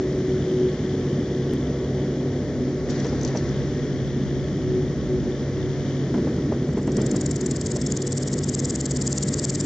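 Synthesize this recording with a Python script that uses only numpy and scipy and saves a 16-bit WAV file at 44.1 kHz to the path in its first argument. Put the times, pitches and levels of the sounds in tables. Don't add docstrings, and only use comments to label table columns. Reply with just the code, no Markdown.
import sys
import numpy as np
from scipy import signal
from scipy.fft import rfft, irfft, next_fast_len
from scipy.io import wavfile
from scipy.ndimage import uniform_filter1d

SR = 44100
rng = np.random.default_rng(int(sys.argv[2]) if len(sys.argv) > 2 else 0)


def store_wav(level_fs):
    pcm = np.round(np.clip(np.atleast_2d(level_fs), -1, 1) * 32767)
    wavfile.write(sys.argv[1], SR, pcm.T.astype(np.int16))


N = 425565


def from_db(db):
    return 10 ** (np.asarray(db) / 20)


def rms_one(x):
    return x / np.sqrt(np.mean(x ** 2) + 1e-20)


def in_time(rows):
    s, *columns = np.transpose(rows)
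    return [np.interp(np.arange(N) / SR, s, column) for column in columns]


def over_hz(rows, hz):
    at_hz, *columns = np.transpose(rows)
    return [np.interp(np.log(hz), np.log(at_hz), column) for column in columns]


def add(out, s, sound, peak_db):
    start = round(s * SR)
    out[start:start + len(sound)] += from_db(peak_db) * sound / np.abs(sound).max()


def resonance(x, hz, width_hz):
    r = np.exp(-np.pi * width_hz / SR)
    b = [(1 - r * r) / 2, 0, (r * r - 1) / 2]
    a = [1, -2 * r * np.cos(2 * np.pi * hz / SR), r * r]
    return signal.lfilter(b, a, x + 1e-18)


def double_resonance(x, hz, width_hz):
    return resonance(resonance(x, hz, width_hz), hz, width_hz)


def steadied(drive, hz, width_hz):
    power = double_resonance(drive, hz, width_hz) ** 2
    local = uniform_filter1d(power, size=round(4 * SR / 1000))
    return drive * np.sqrt(power.mean() / (local + 0.26 * power.mean()))


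def waver(width_hz):
    r = np.exp(-80 * np.pi * width_hz / SR)
    noise = rng.standard_normal((2, N // 40 + 2002))
    re, im = signal.lfilter([1], [1, -2 * r, r * r], noise)[:, 2000:]
    slow = (re + 1j * im) / np.sqrt(np.mean(re ** 2 + im ** 2))
    return np.interp(np.arange(N) / 40, np.arange(len(slow)), slow)


def pegs(per_s, uneven_db):
    count = int(2 * per_s * N / SR)
    at = np.cumsum(SR / per_s * rng.uniform(.5, 1.5, count)).astype(int)
    size = from_db(uneven_db * np.clip(rng.standard_normal(count), -3, 2)) * rng.choice([-1, 1], count)
    out = np.zeros(N)
    out[at[at < N]] = size[at < N]
    return rms_one(out)


# (frequency [Hz], side under mid [dB], left over right [dB], phase by which left leads [radians])
CHANNEL_DIFFERENCES = [(30, -70, 0, 0), (1100, -60, 0, 0), (1400, -15, 0, 0), (2000, -9, 1.5, .4),
                       (2500, -7, 1, .4), (3400, -10, 5.5, .6), (4000, -6, 5, .5), (5500, -9, 6.5, .9),
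                       (6500, -8, 4.5, 1.6), (7600, -7, 2, 2.8)]


def far_noise(spectrum):
    size = next_fast_len(N)
    hz = np.arange(1, size // 2 + 2) * SR / size
    side_db, lean_db, lead = over_hz(CHANNEL_DIFFERENCES, hz)
    mid, side = rfft(rng.standard_normal((2, size))) * from_db(over_hz(spectrum, hz)[0])
    left = (mid + from_db(side_db) * side) * from_db(lean_db / 2)
    right = (mid - from_db(side_db) * side) * from_db(-lean_db / 2) * np.exp(-1j * lead)
    return rms_one(irfft([left, right], size)[:, :N])


RUMBLE_SURGE_DB = 0.5
# (time [s], deep rumble [dB], upper rumble [dB], air hiss [dB], far machine buzz [dB])
BACKGROUND_LEVELS = [(0, -21, -34, -46.5, -55), (.5, -23, -34.5, -46, -48.5),
                     (2.2, -24.5, -34, -47.5, -52.5), (2.85, -25, -34.5, -47.5, -58),
                     (2.92, -23.5, -32.5, -42.5, -52), (3.05, -22.5, -33.5, -43, -51),
                     (3.15, -21, -32.5, -44, -55), (3.3, -24, -31.5, -44, -58),
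                     (3.42, -24.5, -34, -44.5, -55), (3.55, -25.5, -35, -45, -50.5),
                     (4.2, -25.5, -36.5, -47, -50.5), (5.1, -24, -35, -47.5, -54),
                     (5.9, -29.5, -35.5, -45.5, -50), (6.18, -18.5, -35.5, -46.5, -53.5),
                     (6.9, -24, -35.5, -49, -56.5), (7.0, -17.5, -32, -45, -53.5),
                     (7.4, -22.5, -36.5, -46.5, -58), (8.0, -24, -36.5, -47.5, -52.5),
                     (9.65, -25, -36.5, -46, -56.5)]


def background_levels():
    deep_db, upper_db, hiss_db, buzz_db = in_time(BACKGROUND_LEVELS)
    return deep_db, upper_db + RUMBLE_SURGE_DB * waver(2.0).real, hiss_db, buzz_db


# (frequency [Hz], relative density [dB per Hz])
DEEP_SPECTRUM = [(20, -35.5), (35, -25.5), (55, -8), (100, -3), (200, 1), (330, -1), (420, -5.5),
                 (600, -48.5)]
UPPER_SPECTRUM = [(250, -31), (340, 2), (420, -1), (520, -5), (750, -17), (1000, -27), (1500, -55.5)]


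def rumble(deep_db, upper_db):
    deep = from_db(deep_db - 5.5 + RUMBLE_SURGE_DB * waver(2.7).real) * far_noise(DEEP_SPECTRUM)
    upper = from_db(upper_db + 0.5) * far_noise(UPPER_SPECTRUM)
    return deep + upper


# (frequency [Hz], relative density [dB per Hz])
HISS_SPECTRUM = [(500, -5), (1000, -3), (1400, -3), (1900, 2), (2250, -5), (2600, -13), (3300, -9.5),
                 (3950, -10.5), (4900, -9.5), (5500, -7), (6500, -9.5), (7400, -14.5), (7700, -59),
                 (9000, -84)]


def hiss(hiss_db):
    return from_db(hiss_db + 2.5) * far_noise(HISS_SPECTRUM)


BUZZ_THROB_HZ, BUZZ_THROB_DB = 68.2, 4.5
# (frequency [Hz], relative density [dB per Hz])
BUZZ_SPECTRUM = [(2500, -27.5), (3000, -3), (3400, 0.5), (3750, -7.5), (4200, -29.5)]


def buzz(buzz_db):
    throb_db = BUZZ_THROB_DB * np.cos(2 * np.pi * BUZZ_THROB_HZ * np.arange(N) / SR)
    return from_db(buzz_db - 2.5 + 2.6 * waver(47).real + throb_db) * far_noise(BUZZ_SPECTRUM)


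# (frequency [Hz], steady level [dB rms], wavering level [dB rms], width [Hz])
HUM_TONES = [(48.7, -55.5, -54, 2.3), (68.2, -45, -42, 6.7), (99.2, -42, -42.5, 3.3),
             (136.44, -31.5, -40.5, 6.5), (148.7, -38, -39.5, 3.3), (199, -49, -39.5, 3.3),
             (234.6, -43.5, -48, 2.8), (252.1, -38, -39, 5.9), (293.9, -42, -42, 5.1),
             (426.7, -51, -52, 1.5), (480.6, -48, -47, 8), (594.3, -48, -55.5, 3.3), (635, -66.5, -63, 6.6),
             (717, -66, -60.5, 10), (1112, -76.5, -60.5, 16), (1307, -78, -64, 23)]


def hum(upper_db):
    t, out = np.arange(N) / SR, np.zeros(N)
    lift = from_db(upper_db - upper_db.mean())
    for hz, steady_db, waver_db, width_hz in HUM_TONES:
        strength = from_db(steady_db) + from_db(waver_db) * waver(width_hz)
        carried = np.sqrt(lift) if hz > 400 else 1
        out += carried * (strength * np.exp(2j * np.pi * hz * t)).real
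    return np.sqrt(2) * out


# (time [s], level before waver and left-right lean [dB])
WHINE_LEVELS = [(0.0, -37), (0.05, -23), (0.13, -33.5), (0.35, -23.5), (0.4, -32.5), (0.64, -19.5),
                (0.78, -37.5), (0.88, -29), (1.83, -35.5), (2.23, -32), (2.52, -46), (2.61, -35),
                (3.89, -36.5), (4.06, -32), (4.11, -53), (4.16, -36), (4.35, -29), (4.49, -47), (4.76, -25),
                (4.97, -49), (5.16, -23), (5.24, -47), (5.29, -30.5), (5.54, -47), (5.59, -29.5),
                (5.91, -42), (6.15, -42), (7.2, -36), (7.26, -54), (7.31, -43), (7.47, -30.5), (7.52, -46),
                (7.74, -29), (7.79, -55), (8.04, -32), (8.19, -60), (8.3, -39.5), (8.79, -51), (9.54, -43),
                (9.65, -39)]
# (time [s], frequency [Hz])
WHINE_PITCH = [(0, 375), (.65, 371), (1.5, 373), (3, 372.7), (5, 370.4), (6.5, 373), (9.65, 369.3)]


def whine():
    phase = 2 * np.pi * np.cumsum(in_time(WHINE_PITCH)[0]) / SR
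    tone = ((1 + 0.23 * waver(4.05)) * np.exp(1j * phase)).real
    return np.sqrt(2) * from_db(in_time(WHINE_LEVELS)[0]) * tone * from_db([[.4], [-.4]])


SIDE_START_S, SIDE_END_S, SIDE_EDGE_S = 2.49, 6.04, 0.17
SIDE_DB = -43


def low_side_noise():
    t = np.arange(N) / SR
    fade = np.clip(np.minimum(t - SIDE_START_S, SIDE_END_S - t) / SIDE_EDGE_S + 1, 0, 1) ** 2
    band = signal.butter(3, [18, 110], "band", fs=SR, output="sos")
    low = rms_one(signal.sosfilt(band, rng.standard_normal(N)))
    return fade * from_db(SIDE_DB + 4.5 * waver(3.0).real) * low * [[1], [-1]]


KNOCK_T60_S, KNOCK_RISE_S = 0.1, 0.001
# (time [s], peak level before a 3 dB cut [dB], pitch [Hz])
KNOCK_EVENTS = [(3.045, -15.5, 485), (3.126, -21, 476), (3.246, -23, 430), (3.3, -26, 600),
                (3.349, -12.5, 145), (6.141, -13, 264), (6.175, -15.5, 199), (6.269, -17.5, 222),
                (6.38, -17.5, 181), (6.519, -13.5, 273), (6.687, -17, 137), (6.771, -16, 348),
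                (6.875, -11.5, 137), (6.982, -12.5, 133), (7.141, -21, 135), (7.761, -19, 141)]


def knocks():
    out, band = np.zeros(N), signal.butter(2, [90, 550], "band", fs=SR, output="sos")
    age = np.arange(SR // 3) / SR
    shape = from_db(-60 * age / KNOCK_T60_S) * (1 - np.exp(-age / KNOCK_RISE_S))
    for s, peak_db, hz in KNOCK_EVENTS:
        puff = signal.sosfilt(band, rng.standard_normal(len(age)) * shape)
        add(out, s, 0.5 * puff + resonance(puff, hz, 60), peak_db - 3.0)
    return out


CRACKLES_PER_S, CRACKLE_SHARE = 760, 0.45
# (frequency [Hz], relative density [dB per Hz])
LEAF_SPECTRUM = [(1000, -26.5), (2000, -11), (4000, 3), (6000, 0.5), (7200, -3.5), (8000, -31)]
# (time [s], starting level before the mix of grains and crackle [dB], t60 [s])
LEAF_BRUSHES = [(2.897, -47, 1), (3.25, -43, .12), (3.277, -43, .1), (3.37, -41, .1), (3.38, -60, 1.4)]


def rustle():
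    t = np.arange(N) / SR
    level = sum((t > s) * from_db(db - 60 * np.abs(t - s) / t60) for s, db, t60 in LEAF_BRUSHES)
    grains = from_db(2.7 * waver(60).real) * far_noise(LEAF_SPECTRUM)
    snaps = pegs(CRACKLES_PER_S, uneven_db=7.5)
    crackle = rms_one(double_resonance(snaps, 5700, 1800)) * from_db([[3], [-3]])
    return level * (1.2 * grains + CRACKLE_SHARE * crackle)


LEAF_COVER_HZ = 7900
TICK_START_SHARE = .55
# (time [s], peak level before leaf cover and left-right lean [dB],
# pitch [Hz], scratch length [ms], t60 of the scratch [s], amount of broad ring [0-1])
LEG_TICKS = [(2.894, -38, 6300, 1, .008, .2), (2.8992, -28, 5300, 1.5, .02, .3),
             (2.905, -33, 6460, 3, .02, .2), (2.9135, -41, 5600, .5, .008, .3),
             (2.922, -38, 5500, .5, .008, .2), (3, -31, 5700, 1.9, .01, .6),
             (3.0452, -29, 5200, 1, .008, 1.0), (3.053, -36, 6100, .5, .01, .2),
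             (3.0664, -32, 6140, 2, .01, .3), (3.0875, -36, 5000, .5, .01, .2),
             (3.0944, -37, 5200, 1, .015, .2), (3.211, -29, 5950, 2.3, .012, .3),
             (3.2297, -27, 6100, 4.4, .012, 0.2), (3.2482, -20.5, 5800, 2.2, .003, 0.24),
             (3.2545, -37, 6300, .5, .008, .3), (3.2744, -28, 5920, 4.1, .006, .6),
             (3.283, -34, 5900, .5, .01, 0.3), (3.2875, -34, 6000, .5, .01, .2),
             (3.304, -37, 5000, .5, .01, .2), (3.361, -33, 6060, 3, .02, 0.1),
             (3.3717, -26.5, 5670, 2.2, .014, 0), (3.49, -36, 5700, 1, .015, .2)]


def ticks():
    out, age_ms = np.zeros(N), np.arange(SR // 20) / SR * 1000
    for s, peak_db, hz, hold_ms, t60, broad_share in LEG_TICKS:
        swell = np.interp(age_ms, [0, hold_ms], [TICK_START_SHARE, 1])
        release = from_db(-60 * np.maximum(age_ms - hold_ms, 0) / (1000 * t60))
        scratch = steadied(rng.standard_normal(len(age_ms)), hz, 1200) * swell * release
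        broad = double_resonance(scratch, 4600, 3500)
        add(out, s, double_resonance(scratch, hz, 1000) + broad_share * broad, peak_db)
    cover = signal.butter(6, LEAF_COVER_HZ, fs=SR, output="sos")
    return signal.sosfilt(cover, out) * from_db([[3], [-3]])


UPSTROKE_RISE_DB = 14.5


def upstroke(samples, top_db):
    age = np.arange(samples) / SR
    swell = from_db(UPSTROKE_RISE_DB * (age / 0.034 - 0.5)) * np.clip((age - .006) / 0.01, .3, 1)
    return from_db(top_db) * (swell + np.exp(-age / 0.0082))


PEGS_PER_S, UPSTROKE_PEGS_PER_S = 1900, 1200
PEG_UNEVEN_DB = 3
RING_OUT_MS = 2.1
BITE_PEAK_MS, BITE_WIDTH_HZ = 0.91, 1630
BITE_TONE_SHARE = .3
COLOUR_SCATTER_DB = 1.8
# (frequency [Hz], width [Hz], relative level through the downstroke [dB],
# relative level on the upstroke [dB], left over right [dB])
WING_RESONANCES = [(4230, 2400, -18.5, -43, -2), (5120, 1600, -6.5, -28, -1), (5750, 810, -4.5, -23.5, -1),
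                   (6990, 1400, 1, -20.5, 3), (7500, 900, 0, -18, 7), (8440, 1000, 2.5, -14, 7)]
# (end time [s], length [ms], relative level of first half [dB], of second half [dB],
# level of the first bite before trim and lean [dB], bite pitch [Hz])
DOWNSTROKES = [(6.6903, 9.0, -57.0, -56, -60.0, 4350.0), (6.7381, 11, -55, -50, -57.0, 4670.0),
               (6.7861, 11, -51, -51, -55.0, 4350.0), (6.8336, 9.8, -54.5, -45, -55, 5520.0),
               (6.8824, 11, -44, -48, -42, 5080.0), (6.9287, 11, -43, -44.0, -30, 5600.0),
               (6.9766, 10, -31, -40, -27, 5540.0), (7.0267, 13, -32, -43, -33, 5150),
               (7.072, 11, -30, -36, -31, 5720.0), (7.1229, 12, -29.5, -38, -33, 5430.0),
               (7.1718, 12.4, -28.5, -35, -36, 5100.0), (7.2195, 11, -28, -34, -32, 5340),
               (7.27, 11.4, -27.5, -33, -34, 5300), (7.321, 12.5, -28.0, -33, -37, 5370),
               (7.3698, 12, -32, -33, -32, 5670.0), (7.42, 13, -29.5, -37, -35, 4400),
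               (7.4702, 10.8, -27, -33, -37, 5100), (7.5208, 12.3, -28, -32, -29.5, 5060.0),
               (7.5713, 11, -31, -30, -26, 5010.0), (7.6215, 12, -28, -34, -32.5, 4770.0),
               (7.6727, 12.7, -28, -31, -23, 5140), (7.7223, 10.5, -29, -27.5, -30, 5260),
               (7.772, 14, -29, -30, -33, 5300), (7.8245, 11, -26, -31, -26, 5260),
               (7.874, 11.6, -28, -31, -24, 5310.0), (7.9255, 13, -32, -27.5, -29, 5000),
               (7.9765, 12.3, -31.5, -30, -27, 5100), (8.0289, 11, -28, -32, -25, 4930.0),
               (8.0803, 14, -29, -32, -28, 5260.0), (8.1322, 14, -28.5, -28.5, -28.5, 5080.0),
               (8.1847, 14, -27.5, -28, -29, 5310.0), (8.2366, 9.4, -31, -27, -24, 5200.0),
               (8.2876, 15, -28.0, -29.5, -30, 5620.0), (8.3427, 13.7, -27.5, -29, -28, 5330.0),
               (8.393, 13, -30, -29, -29.5, 5120.0), (8.447, 14.4, -27.5, -31.5, -29, 5200.0),
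               (8.5, 13.5, -28.5, -28, -27.0, 4870), (8.553, 15, -28, -26, -26, 5100),
               (8.6045, 13.6, -29, -27, -21, 5240), (8.659, 15, -28, -26.5, -22, 5120.0),
               (8.71, 15, -29, -24.5, -25, 5030), (8.7624, 11.4, -28, -25.5, -29, 5100),
               (8.8147, 12.6, -27.0, -27.5, -31, 4630.0), (8.8667, 14, -25.5, -28, -35, 4530.0),
               (8.9214, 14.5, -25.5, -28.5, -35, 4560.0), (8.975, 16, -27.5, -27, -28, 4800),
               (9.0263, 14, -25.5, -27, -25, 4900), (9.08, 15, -29, -24.5, -26, 4970),
               (9.1322, 13, -29.5, -24.5, -26, 4900.0), (9.1865, 11, -24, -25, -30, 5000),
               (9.239, 15, -25, -26.5, -34, 4700), (9.2927, 14, -25.5, -27, -31, 4440),
               (9.346, 14, -26, -24.5, -26, 4990.0), (9.3998, 14.5, -28, -24, -26.5, 4890.0),
               (9.4538, 16, -25, -23, -27, 5120.0), (9.5067, 14, -24, -25.5, -25, 4790.0),
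               (9.5604, 14.3, -26, -24.5, -28, 5070.0), (9.6138, 15, -25, -24.5, -29, 4780.0)]


def song():
    down, up, bites = np.zeros((3, N))
    begin = last = round((DOWNSTROKES[0][0] - .05) * SR)
    legs = [pegs(PEGS_PER_S, PEG_UNEVEN_DB) for leg in range(2)]
    age_s = np.arange(SR // 100) / SR
    age = age_s / (BITE_PEAK_MS / 1000)
    for end_s, length_ms, first_db, second_db, bite_db, bite_hz in DOWNSTROKES:
        start = round((end_s - length_ms / 1000) * SR)
        end = round((end_s - RING_OUT_MS / 1000) * SR)
        part = np.linspace(0, 1, end - start)
        shape_db = [first_db - 5, first_db - 12.5, first_db + 0.5, first_db - 0.5,
                    second_db + 0.5, second_db + 3.0]
        down[start:end] = from_db(np.interp(part, [0, .1, .22, .55, .76, 1], shape_db))

        tone = np.sin(2 * np.pi * bite_hz * age_s)
        rough = 0.45 * legs[0][start:start + len(age)]
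        catch = (BITE_TONE_SHARE * tone + (1 - BITE_TONE_SHARE) * rough) * age * np.exp(-age ** 2 / 2)
        add(bites, start / SR, double_resonance(catch, bite_hz, BITE_WIDTH_HZ), bite_db - 1.5)

        up[last:start] = upstroke(max(start - last, 0), second_db)
        last = end
    up[last:] = upstroke(N - last, DOWNSTROKES[-1][3])

    slow = pegs(UPSTROKE_PEGS_PER_S, uneven_db=3.0)
    scatter = pegs(PEGS_PER_S, uneven_db=10.0) * [[1], [-1]]
    half_ends = np.ravel([(row[0] - row[1] / 2000, row[0]) for row in DOWNSTROKES])
    half_stroke = np.searchsorted(half_ends, np.arange(N) / SR)
    colour_db = COLOUR_SCATTER_DB * rng.standard_normal((len(half_ends) + 1, len(WING_RESONANCES)))
    out = bites * from_db([[-.3], [.3]])
    for k, (hz, width_hz, down_db, up_db, lean_db) in enumerate(WING_RESONANCES):
        fast = from_db(down_db + colour_db[:, k])[half_stroke] * down
        soft = from_db(up_db) * up
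        drive = fast * steadied(legs[k % 2], hz, width_hz) + soft * slow + 0.21 * (fast + soft) * scatter
        rings = double_resonance(drive[:, begin:], hz, width_hz)
        out[:, begin:] += rings * from_db([[10.0 + lean_db / 2], [10.0 - lean_db / 2]])
    return out


def scene():
    deep_db, upper_db, hiss_db, buzz_db = background_levels()
    background = rumble(deep_db, upper_db) + hiss(hiss_db) + buzz(buzz_db) + hum(upper_db) + whine()
    return background + low_side_noise() + knocks() + rustle() + ticks() + song()


STEP_S, STEP_DB, STEP_FADE_MS = 1.5362, -22, 1.7


def faint_tick():
    out = np.zeros(N)
    age_ms = np.arange(SR // 100) / SR * 1000
    add(out, STEP_S, -np.exp(-age_ms / STEP_FADE_MS), STEP_DB)
    return out


MICROPHONE_TOP_HZ, CUTOFF_HZ = 9500, 17000


def record(dry):
    microphone = signal.cheby2(12, 70, MICROPHONE_TOP_HZ, fs=SR, output="sos")
    last_cut = signal.cheby2(12, 70, CUTOFF_HZ, fs=SR, output="sos")
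    heard = signal.sosfilt(microphone, dry) + faint_tick()
    return signal.sosfilt(last_cut, heard)


dry = scene()
out = record(dry)
store_wav(out)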